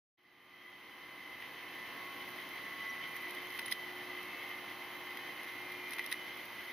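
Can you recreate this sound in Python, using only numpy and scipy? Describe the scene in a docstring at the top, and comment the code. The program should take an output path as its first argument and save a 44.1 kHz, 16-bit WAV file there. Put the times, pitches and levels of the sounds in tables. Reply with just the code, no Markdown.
"""A freight locomotive creeps through a rail yard, heard from a small camera on a wall.
It fades in over two seconds: cooling blowers rush and hum on multiples of 120 Hz, motors whine, and
the electrics sing on multiples of 100 Hz, ringing the camera housing near 2 kHz. Grit ticks under the
wheels, a flange squeaks just before 3 s, and the running gear cracks in two short flurries, near 3.7 s
and 6 s. Towards the end most of the tones sink as the locomotive moves on."""
import sys
import numpy as np
from scipy import signal
from scipy.fft import rfft, irfft
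from scipy.io import wavfile

SR = 44100
rng = np.random.default_rng(int(sys.argv[2]) if len(sys.argv) > 2 else 0)


def dump(signal):
    """Clip the signal to [-1, 1] and save it as 16-bit WAV at the path in sys.argv[1]."""
    limited = np.clip(np.atleast_2d(signal).T, -1, 1)
    pcm = np.round(limited * 32767).astype(np.int16)
    wavfile.write(sys.argv[1], SR, pcm)


N = 296352
TIME, CRACK_TIME = np.arange(N) / SR, np.arange(2048) / SR
FREQ = np.maximum(np.arange(N // 2 + 1) * SR / N, 1)
HUM_HZ, SHAFT_HZ = 99.86, 119.91
RUSH_DB, HISS_DB = -53, -60.5  # reference levels

# envelope of the hum's 20th harmonic, which sits on the housing resonance: t/s, level/dB
SINGING_LEVELS = [(0.2, -54), (.55, -58), (.7, -48), (.95, -58), (1.9, -54), (2.3, -67), (2.65, -48.5),
                  (2.8, -50.5), (2.88, -43), (2.96, -48), (3.26, -48.5), (3.37, -56.5), (3.6, -51),
                  (3.76, -51), (3.95, -54), (4.25, -54), (4.7, -67), (5.5, -57), (6.0, -52), (6.3, -59),
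                  (6.72, -56)]
# dull body modes of the running gear: f/Hz, width/Hz, level/dB
BODY_MODES = [(1945, 120, 18), (2042, 107, 19)]


def undb(db):
    """Decibels to gain."""
    return 10 ** (np.asarray(db) / 20)


def unit(x):
    """Scale to rms 1."""
    return x / np.sqrt(np.mean(x ** 2))


def envelope(points):
    """A level at every sample from (t/s, level/dB) points."""
    return np.interp(TIME, *np.transpose(points))


def swell(middle_s, half_s):
    """A bell curve in time, peaking at 1."""
    return np.exp(-((TIME - middle_s) / half_s) ** 2)


def shape(points):
    """An EQ curve from (f/Hz, level/dB) points."""
    hz, db = np.transpose(points)
    return undb(np.interp(np.log(FREQ), np.log(hz), db))


def resonances(modes):
    """Causal response of damped modes (f/Hz, width/Hz, level/dB)."""
    return sum(undb(db) / (1 + 1j * (FREQ ** 2 - hz ** 2) / (FREQ * width)) for hz, width, db in modes)


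def through(x, response):
    """Filter by a frequency response."""
    return irfft(rfft(x) * response, N)


def walk(rate):
    """Smooth random motion of rms 1, changing about rate times a second."""
    lowpass = 1 / (1 + (FREQ / rate) ** 4) * (FREQ > 1) + (FREQ <= 1) / 2
    return unit(through(rng.standard_normal(N), lowpass))


def wander(depth, rate):
    """Seconds that a machine runs ahead or behind as its speed wavers."""
    return np.cumsum(depth * walk(rate)) / SR


def pan(db):
    """Stereo gains for a level difference, left minus right."""
    return undb(np.array([[db], [-db]]) / 2)


def rush(response):
    """Coloured stereo turbulence: narrow in the low and middle range, wide in the treble."""
    # stereo width: f/Hz, side over mid/dB
    width = [(25, 3), (60, -11), (250, -15), (500, -12), (2000, -9.5), (3000, -13.5), (4500, -4.5),
             (12000, 0)]
    mid, side = rng.standard_normal((2, N))
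    mid, side = through(mid, response), through(side, response * shape(width))
    return (mid + side * np.array([[1], [-1]])) / np.std(mid)


def tone(hz, drift, waver_db, scatter):
    """A machine tone: a wavering direct part, and a part scattered by the yard to each ear."""
    phase = 2 * np.pi * hz * (TIME + drift) + rng.uniform(0, 2 * np.pi)
    direct = unit(undb(waver_db * walk(1.56)))
    scattered = np.array([walk(14) + 1j * walk(7.4) for _ in range(2)])
    return np.real((direct + scatter * scattered) * np.exp(1j * phase)) / np.sqrt(.5 + scatter ** 2)


def harmonics(base_hz, partials):
    """One machine's partials wander together; some swell as their beams sweep over the microphone."""
    drift = wander(0.000496, 1.83)
    out = 0
    for multiple, db, swells in partials:
        hz = round(2 * multiple) / 2 * base_hz
        beam_db = sum(gain_db * swell(s, half_s) for s, gain_db, half_s in swells)
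        scatter = 0.18 * (hz / 1970) ** 1.2  # the yard scatters high partials more
        out = out + undb(db + beam_db) * tone(hz, drift, waver_db=1.3, scatter=scatter)
    return out


def hiss(rise_db_per_s=0.8, full_s=2.8, top_hz=15500):
    """A fine, flickering hiss grows as the wheels come by, then holds."""
    # hiss colour: f/Hz, relative level/dB
    colour = [(4000, -57.5), (7000, 10), (9000, -2.5), (10000, 0.5), (11500, 3), (15500, 3)]
    level_db = HISS_DB - rise_db_per_s * np.maximum(full_s - TIME, 0) + .55 * walk(60)
    return rush(shape(colour) * (FREQ < top_hz)) * undb(level_db) * pan(-2.5)


def cooling_air(thinning_db_per_s=0.7):
    """The blowers' air rushes and flutters; its bass thins as the fans move away."""
    # air colour: f/Hz, relative level/dB
    colour = [(25, -18), (55, -11.5), (95, -7), (130, -3.5), (200, 1.5), (290, 5.5), (400, 0), (500, 2),
              (650, 2), (1000, 2.5), (1500, 2.5), (2600, 1.06), (3500, -4.5), (4000, -4), (5000, -11.5),
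              (6500, -16)]
    air = rush(shape(colour) / (1 + (FREQ / 8000) ** 8))
    bass = through(air, 1 / (1 + (FREQ / 280) ** 4))
    air = air + bass * (undb(2.5 - thinning_db_per_s * TIME) - 1)
    return air * undb(RUSH_DB + 1.5 + .5 * walk(12)) * pan(-0.36)


def housing_ring(level_db=-53, follow=0.087):
    """The rush rings the camera housing, swelling a little with the harmonic that sings on it."""
    # housing modes: f/Hz, width/Hz, level/dB
    modes = [(2034, 130, 0.5), (3083, 230, -8.5)]
    singing_db = envelope(SINGING_LEVELS)
    swell_db = follow * (singing_db - np.mean(singing_db))
    midrange = np.abs(resonances([(2310, 1900, 0)]))
    ring = rush(resonances(modes) * midrange)
    return ring * undb(level_db + swell_db + 2.8 * walk(14)) * pan(-0.36)


def motor_whines():
    """Motors and fans whine, looser in pitch than the hum."""
    # whines: f/Hz, relative level at mid-scene/dB, growth/(dB/s)
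    whines = [(116.2, -25.5, 0), (278, -23, 0), (300, -21.5, -1.2), (310, -21, 1.2), (449, -26, -1),
              (929, -20.5, 2.0), (1239, -21, 0), (1597, -23.5, 0), (1858, -21, 0), (2004.5, -13.5, -.5),
              (2047, -16, 0), (2070, -17, 0), (3005, -19.5, 0), (3106, -21, 0), (3205, -24.5, 0)]
    drift = wander(0.001042, 3.1)
    return sum(undb(db + growth * (TIME - TIME.mean())) * tone(hz, drift, waver_db=2, scatter=0.15)
               for hz, db, growth in whines)


def blower_shaft():
    """The blower hums on harmonics of its shaft speed."""
    # shaft partials: multiple, relative level/dB, swells [t/s, gain/dB, half length/s]
    partials = [(4, -25, []), (7, -23.5, []), (9, -24, []), (11, -25, []), (16, -18.5, []),
                (17, -12, [(1.1, 6.5, .4), (2.1, 6, .2), (3.4, 5, .2)]), (18, -17.5, []),
                (21, -21.5, [(.6, 5, .4), (5.2, 8, .3)]), (22, -17.5, [(1.6, 4.5, .55), (4.35, 8, .22)]),
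                (28, -28, []), (32, -29, []), (33, -27, [])]
    return harmonics(SHAFT_HZ, partials)


def blower_blades(drift, blade_count=3):
    """The passing blades sound one tone, at blade count times shaft speed."""
    # blade tone envelope: t/s, level/dB
    levels = [(0.2, -56.5), (1.25, -67), (1.65, -59.5), (2.55, -65.5), (3.2, -58), (4.15, -57.5),
              (4.6, -60), (5.1, -57), (6.3, -60), (6.72, -60)]
    return undb(envelope(levels)) * tone(blade_count * SHAFT_HZ, drift, waver_db=-2.1, scatter=0.02)


def electric_hum():
    """The electrics hum magnetically, on harmonics and a few half multiples."""
    # hum partials: multiple (snaps to halves), relative level/dB, swells [t/s, gain/dB, half length/s]
    partials = [(7, -24, [(4.4, 4.5, .9)]), (8, -19, [(3.5, -4, 0.87), (4.8, 4, 0.99), (5.7, 1, 0.56)]),
                (9, -24.5, []), (10, -20.5, [(1.05, 10.5, 0.48), (2.0, 6, 0.39)]),
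                (10.5, -15.5, [(6.2, -6, 0.45)]), (11, -15, [(2.08, 8.5, 0.17), (2.9, 7, 0.38)]),
                (11.5, -26.5, []), (12, -22, [(.5, 11, .4), (4.35, 10, 0.62)]), (16, -26, []),
                (17, -30, []), (18, -15.5, [(1.8, 8.5, 0.16), (5.2, 4, 1)]), (21, -11.5, [(4.5, 9, 0.1),
                (5.95, 10.5, 0.68)]), (22, -19, [(.6, 5, 0.67), (3.2, 2, 0.22), (4.35, 13, 0.2)]),
                (24, -20.5, [(3.2, 10, 0.18), (5.9, 13, .4)]), (28, -22.5, []), (30, -15, [(.85, 4, 0.21),
                (6.2, 9.5, 0.14)]), (30.5, -26, []), (31, -14, [(.7, 3, 0.17), (1.4, 1, 0.27),
                (3.65, 7, 0.28)]), (32.1, -20, [(.7, 11, .22), (3.6, -2, 0.23)])]
    return harmonics(HUM_HZ, partials)


def singing_harmonic(drift):
    """The hum's 20th harmonic meets the housing resonance and sings out."""
    gain = undb(envelope(SINGING_LEVELS)) * unit(undb(walk(6)))
    return gain * tone(20 * HUM_HZ, drift, waver_db=0.4, scatter=0.12)


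def grit(ticks_per_s=50, tail_s=0.0021):
    """Grit crushed under the wheels crackles and knocks on the running gear, harder in spells."""
    # spells of heavier or lighter crushing: t/s, half length/s, crush/dB
    spells = [(2.335, 0.12, 11), (3.186, 0.18, 10), (3.565, 0.1, 13.5), (5.473, 0.061, 10),
              (5.93, 0.044, 12), (6.418, 0.048, -5)]
    crush = 1 + sum((undb(db) - 1) * swell(s, half_s) for s, half_s, db in spells)
    sizes = undb(np.minimum(4 * rng.exponential(size=N), 10))  # many small, a few larger
    ticks = (rng.random(N) < ticks_per_s * crush / SR) * sizes * crush ** 0.55
    decays = signal.lfilter([1], [1, -np.exp(-1 / (tail_s * SR))], ticks)
    slips = decays * rng.standard_normal((2, N))
    crackle = through(slips, resonances([(12200, 8300, 0.0038)]))
    knocks = through(slips[0], resonances(BODY_MODES))
    return undb(-63) * (crackle * pan(-7) + knocks * pan(-1.1))


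def flange_squeak(at_s=2.902, hz=5775, level_db=-57, half_s=.009):
    """A flange rubs the rail and one wheel mode sings for a moment."""
    return np.sqrt(2) * undb(level_db) * swell(at_s, half_s) * np.sin(2 * np.pi * hz * TIME) * pan(-1.5)


def pings(rise_s=.0005, fall_s=0.0052):
    """Small bits of steel or stone ring on, high and briefly, after some cracks."""
    # ringing bits: t/s, f/Hz, level/dB
    bits = [(3.660, 9950, -39), (3.660, 10750, -39), (3.681, 10100, -48), (5.933, 11000, -44.5),
            (6.061, 11500, -47)]
    out = 0
    for s, hz, db in bits:
        since = np.maximum(TIME - s, 0)
        gain = undb(db) * (1 - np.exp(-since / rise_s)) * np.exp(-since / fall_s)
        out = out + gain * np.sin(2 * np.pi * hz * since)
    return out * pan(-7)


def burst(modes, force, creep_s, creep_db):
    """Tiny slips creep, then the force rings damped modes; the hit has rms 1 over its first 5 ms."""
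    t = CRACK_TIME
    ring = sum((-1) ** k * undb(db) * width * np.exp(-np.pi * width * t) * np.sin(2 * np.pi * hz * t)
               for k, (hz, width, db) in enumerate(modes))
    slips = rng.standard_normal((2, len(t))) * (t <= creep_s)
    creep, hit = (signal.fftconvolve(push, ring[None], axes=1)[:, :len(t)] for push in (slips, force))
    attack = (t > creep_s) & (t < creep_s + .005)
    hit = hit / np.sqrt(np.mean(hit[:, attack] ** 2, axis=1, keepdims=True))
    return hit + undb(creep_db) * unit(creep) * np.sqrt(creep_s / t[-1])


def running_gear(snap_lag_s=0.0011, rise_s=.00012, fall_s=0.0011, tail_db=-17, tail_s=0.0089):
    """Each crack is one blow that rings a dull body and a clang in mono, then a wide, gritty snap."""
    # cracks: t/s, snap send/dB, clang send/dB, body level/dB, snap left minus right/dB, creep before/s
    cracks = [(1.423, -72, -48, -42, 1, 0.012), (2.288, -65, -63, -55, -2, .004),
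              (2.488, -63, -60, -65, -4, 0), (3.17, -66, -60, -65, 1, 0), (3.226, -68, -58, -53, -6, 0.004),
              (3.295, -63, -64, -62, -4, 0.0054), (3.307, -57, -58, -55, -8, 0.005),
              (3.348, -58, -56, -63, -8, 0.016), (3.503, -60, -54, -50, -5, 0.0041),
              (3.589, -55, -44, -43, -1, 0), (3.5924, -47.5, -39.5, -38, 0, 0.0019),
              (3.659, -51.5, -56, -58, 0, 0.0052), (3.681, -60, -49, -40, -2, 0.011),
              (3.7111, -51, -52, -49, -7, 0.011), (3.7149, -45, -54, -51, -4, 0.003),
              (3.7204, -57, -45, -32, -3.5, 0.005), (3.7229, -38.5, -48, -55, -2, 0.0011),
              (3.8205, -69, -62, -58, -5, 0), (4.229, -64, -62, -67, -12, 0.025),
              (4.49, -67, -62, -60, -5, 0), (5.171, -59, -56, -41, -6, 0.0011),
              (5.432, -62, -63, -56, -8, 0.004), (5.719, -60, -73, -57, -5, 0.0059),
              (5.892, -65, -68, -56, -3, 0), (5.907, -53.5, -60, -51, 0, 0),
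              (5.921, -57, -55, -44, 4, 0.0056), (5.934, -51, -46, -54, -1, 0.0087),
              (5.984, -53, -44, -44, 1, 0.00074), (5.993, -53, -39, -33, 1, 0),
              (6.001, -69, -53, -41, -3, 0.0083), (6.0414, -58, -62, -60, -4, 0.0024),
              (6.061, -50, -60, -55, -4, 0.0018), (6.1143, -48, -51, -44, -4, 0.0037),
              (6.119, -54, -43, -36, -3, 0.022), (6.1232, -62, -50, -33.5, -2, 0),
              (6.1244, -40.5, -45, -32, -2, 0.0018), (6.141, -70, -55, -41, 0, 0.0064),
              (6.3713, -63, -60, -58, -6, 0), (6.454, -63, -64, -62, -9, 0.0041)]
    # modes of the clang, the bright snap and the flying chips: f/Hz, width/Hz, level/dB
    clang_modes = [(960, 240, -1), (1520, 160, 0), (2520, 210, 3.5), (2910, 320, -1), (3400, 1000, -7.5)]
    snap_modes = [(3350, 520, 6), (3960, 260, 10.5), (5050, 450, 3), (5900, 450, 0), (10000, 800, 7),
                  (11660, 1300, 0.5), (14500, 1400, -1.5)]
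    chip_modes = [(12760, 840, -0.18), (13800, 1200, -1.8)]
    out = np.zeros((2, N))
    for s, snap_db, clang_db, body_db, pan_db, creep_s in cracks:
        blow = signal.unit_impulse(len(CRACK_TIME), int(creep_s * SR))[None]
        since = np.maximum(CRACK_TIME - creep_s - snap_lag_s, 0)
        crumble = rng.standard_normal((2, len(since))) * (1 - np.exp(-since / rise_s))
        crumble *= np.exp(-since / fall_s) + undb(tail_db) * np.exp(-since / tail_s)
        snap = burst(snap_modes, crumble, creep_s, creep_db=-10) * undb(snap_db + 6)
        # flying chips grow little with the force, so light cracks sound the brightest
        chip_db = -54 + 0.28 * (snap_db - HISS_DB)
        chips = burst(chip_modes, crumble, creep_s, creep_db=-14) * undb(chip_db)
        body = burst(BODY_MODES, blow, creep_s, creep_db=-18)[0] * undb(body_db)
        clang = burst(clang_modes, blow, creep_s, creep_db=-22)[0] * undb(clang_db + 1)
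        start = int((s - creep_s) * SR)
        out[:, start:start + len(body)] += (snap + chips) * pan(pan_db) + (body + clang) * pan(-1)
    return out


def scene(wheel_cut_hz=1200, sink_from_s=5.4, sink_db_per_s=2.5):
    """A bed of air and machine tones, with the low-cut noises of the wheels on top."""
    wheels = through(running_gear() + pings() + grit(), 1 / np.sqrt(1 + (wheel_cut_hz / FREQ) ** 4))
    drone = undb(4) * electric_hum() + undb(4.5) * blower_shaft() + undb(3.5) * motor_whines()
    drone *= undb(RUSH_DB - sink_db_per_s * np.maximum(TIME - sink_from_s, 0))  # the locomotive moves on
    drift = wander(0.000499, 1.79)
    tones = (drone + singing_harmonic(drift)) * pan(-1) + blower_blades(drift)
    return hiss() + cooling_air() + housing_ring() + tones + wheels + flange_squeak()


def record(dry, notch_hz=7760, notch_width_hz=980, notch_db=-45, fade_from_s=0.096, fade_to_s=2.004):
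    """A deep notch near 7.8 kHz hollows the treble; silence opens into a fade-in; the top is cut."""
    notch = undb(notch_db * np.exp(-((FREQ - notch_hz) / notch_width_hz) ** 4))
    gate = np.clip((TIME - .172) / .016, 0, 1)
    fade = np.clip((TIME - fade_from_s) / (fade_to_s - fade_from_s), 0, 1)
    high_cut = signal.ellip(10, .2, 70, 15500, fs=SR, output="sos")
    return signal.sosfilt(high_cut, through(dry, notch) * gate * fade)


dry = scene()
out = record(dry)
dump(out)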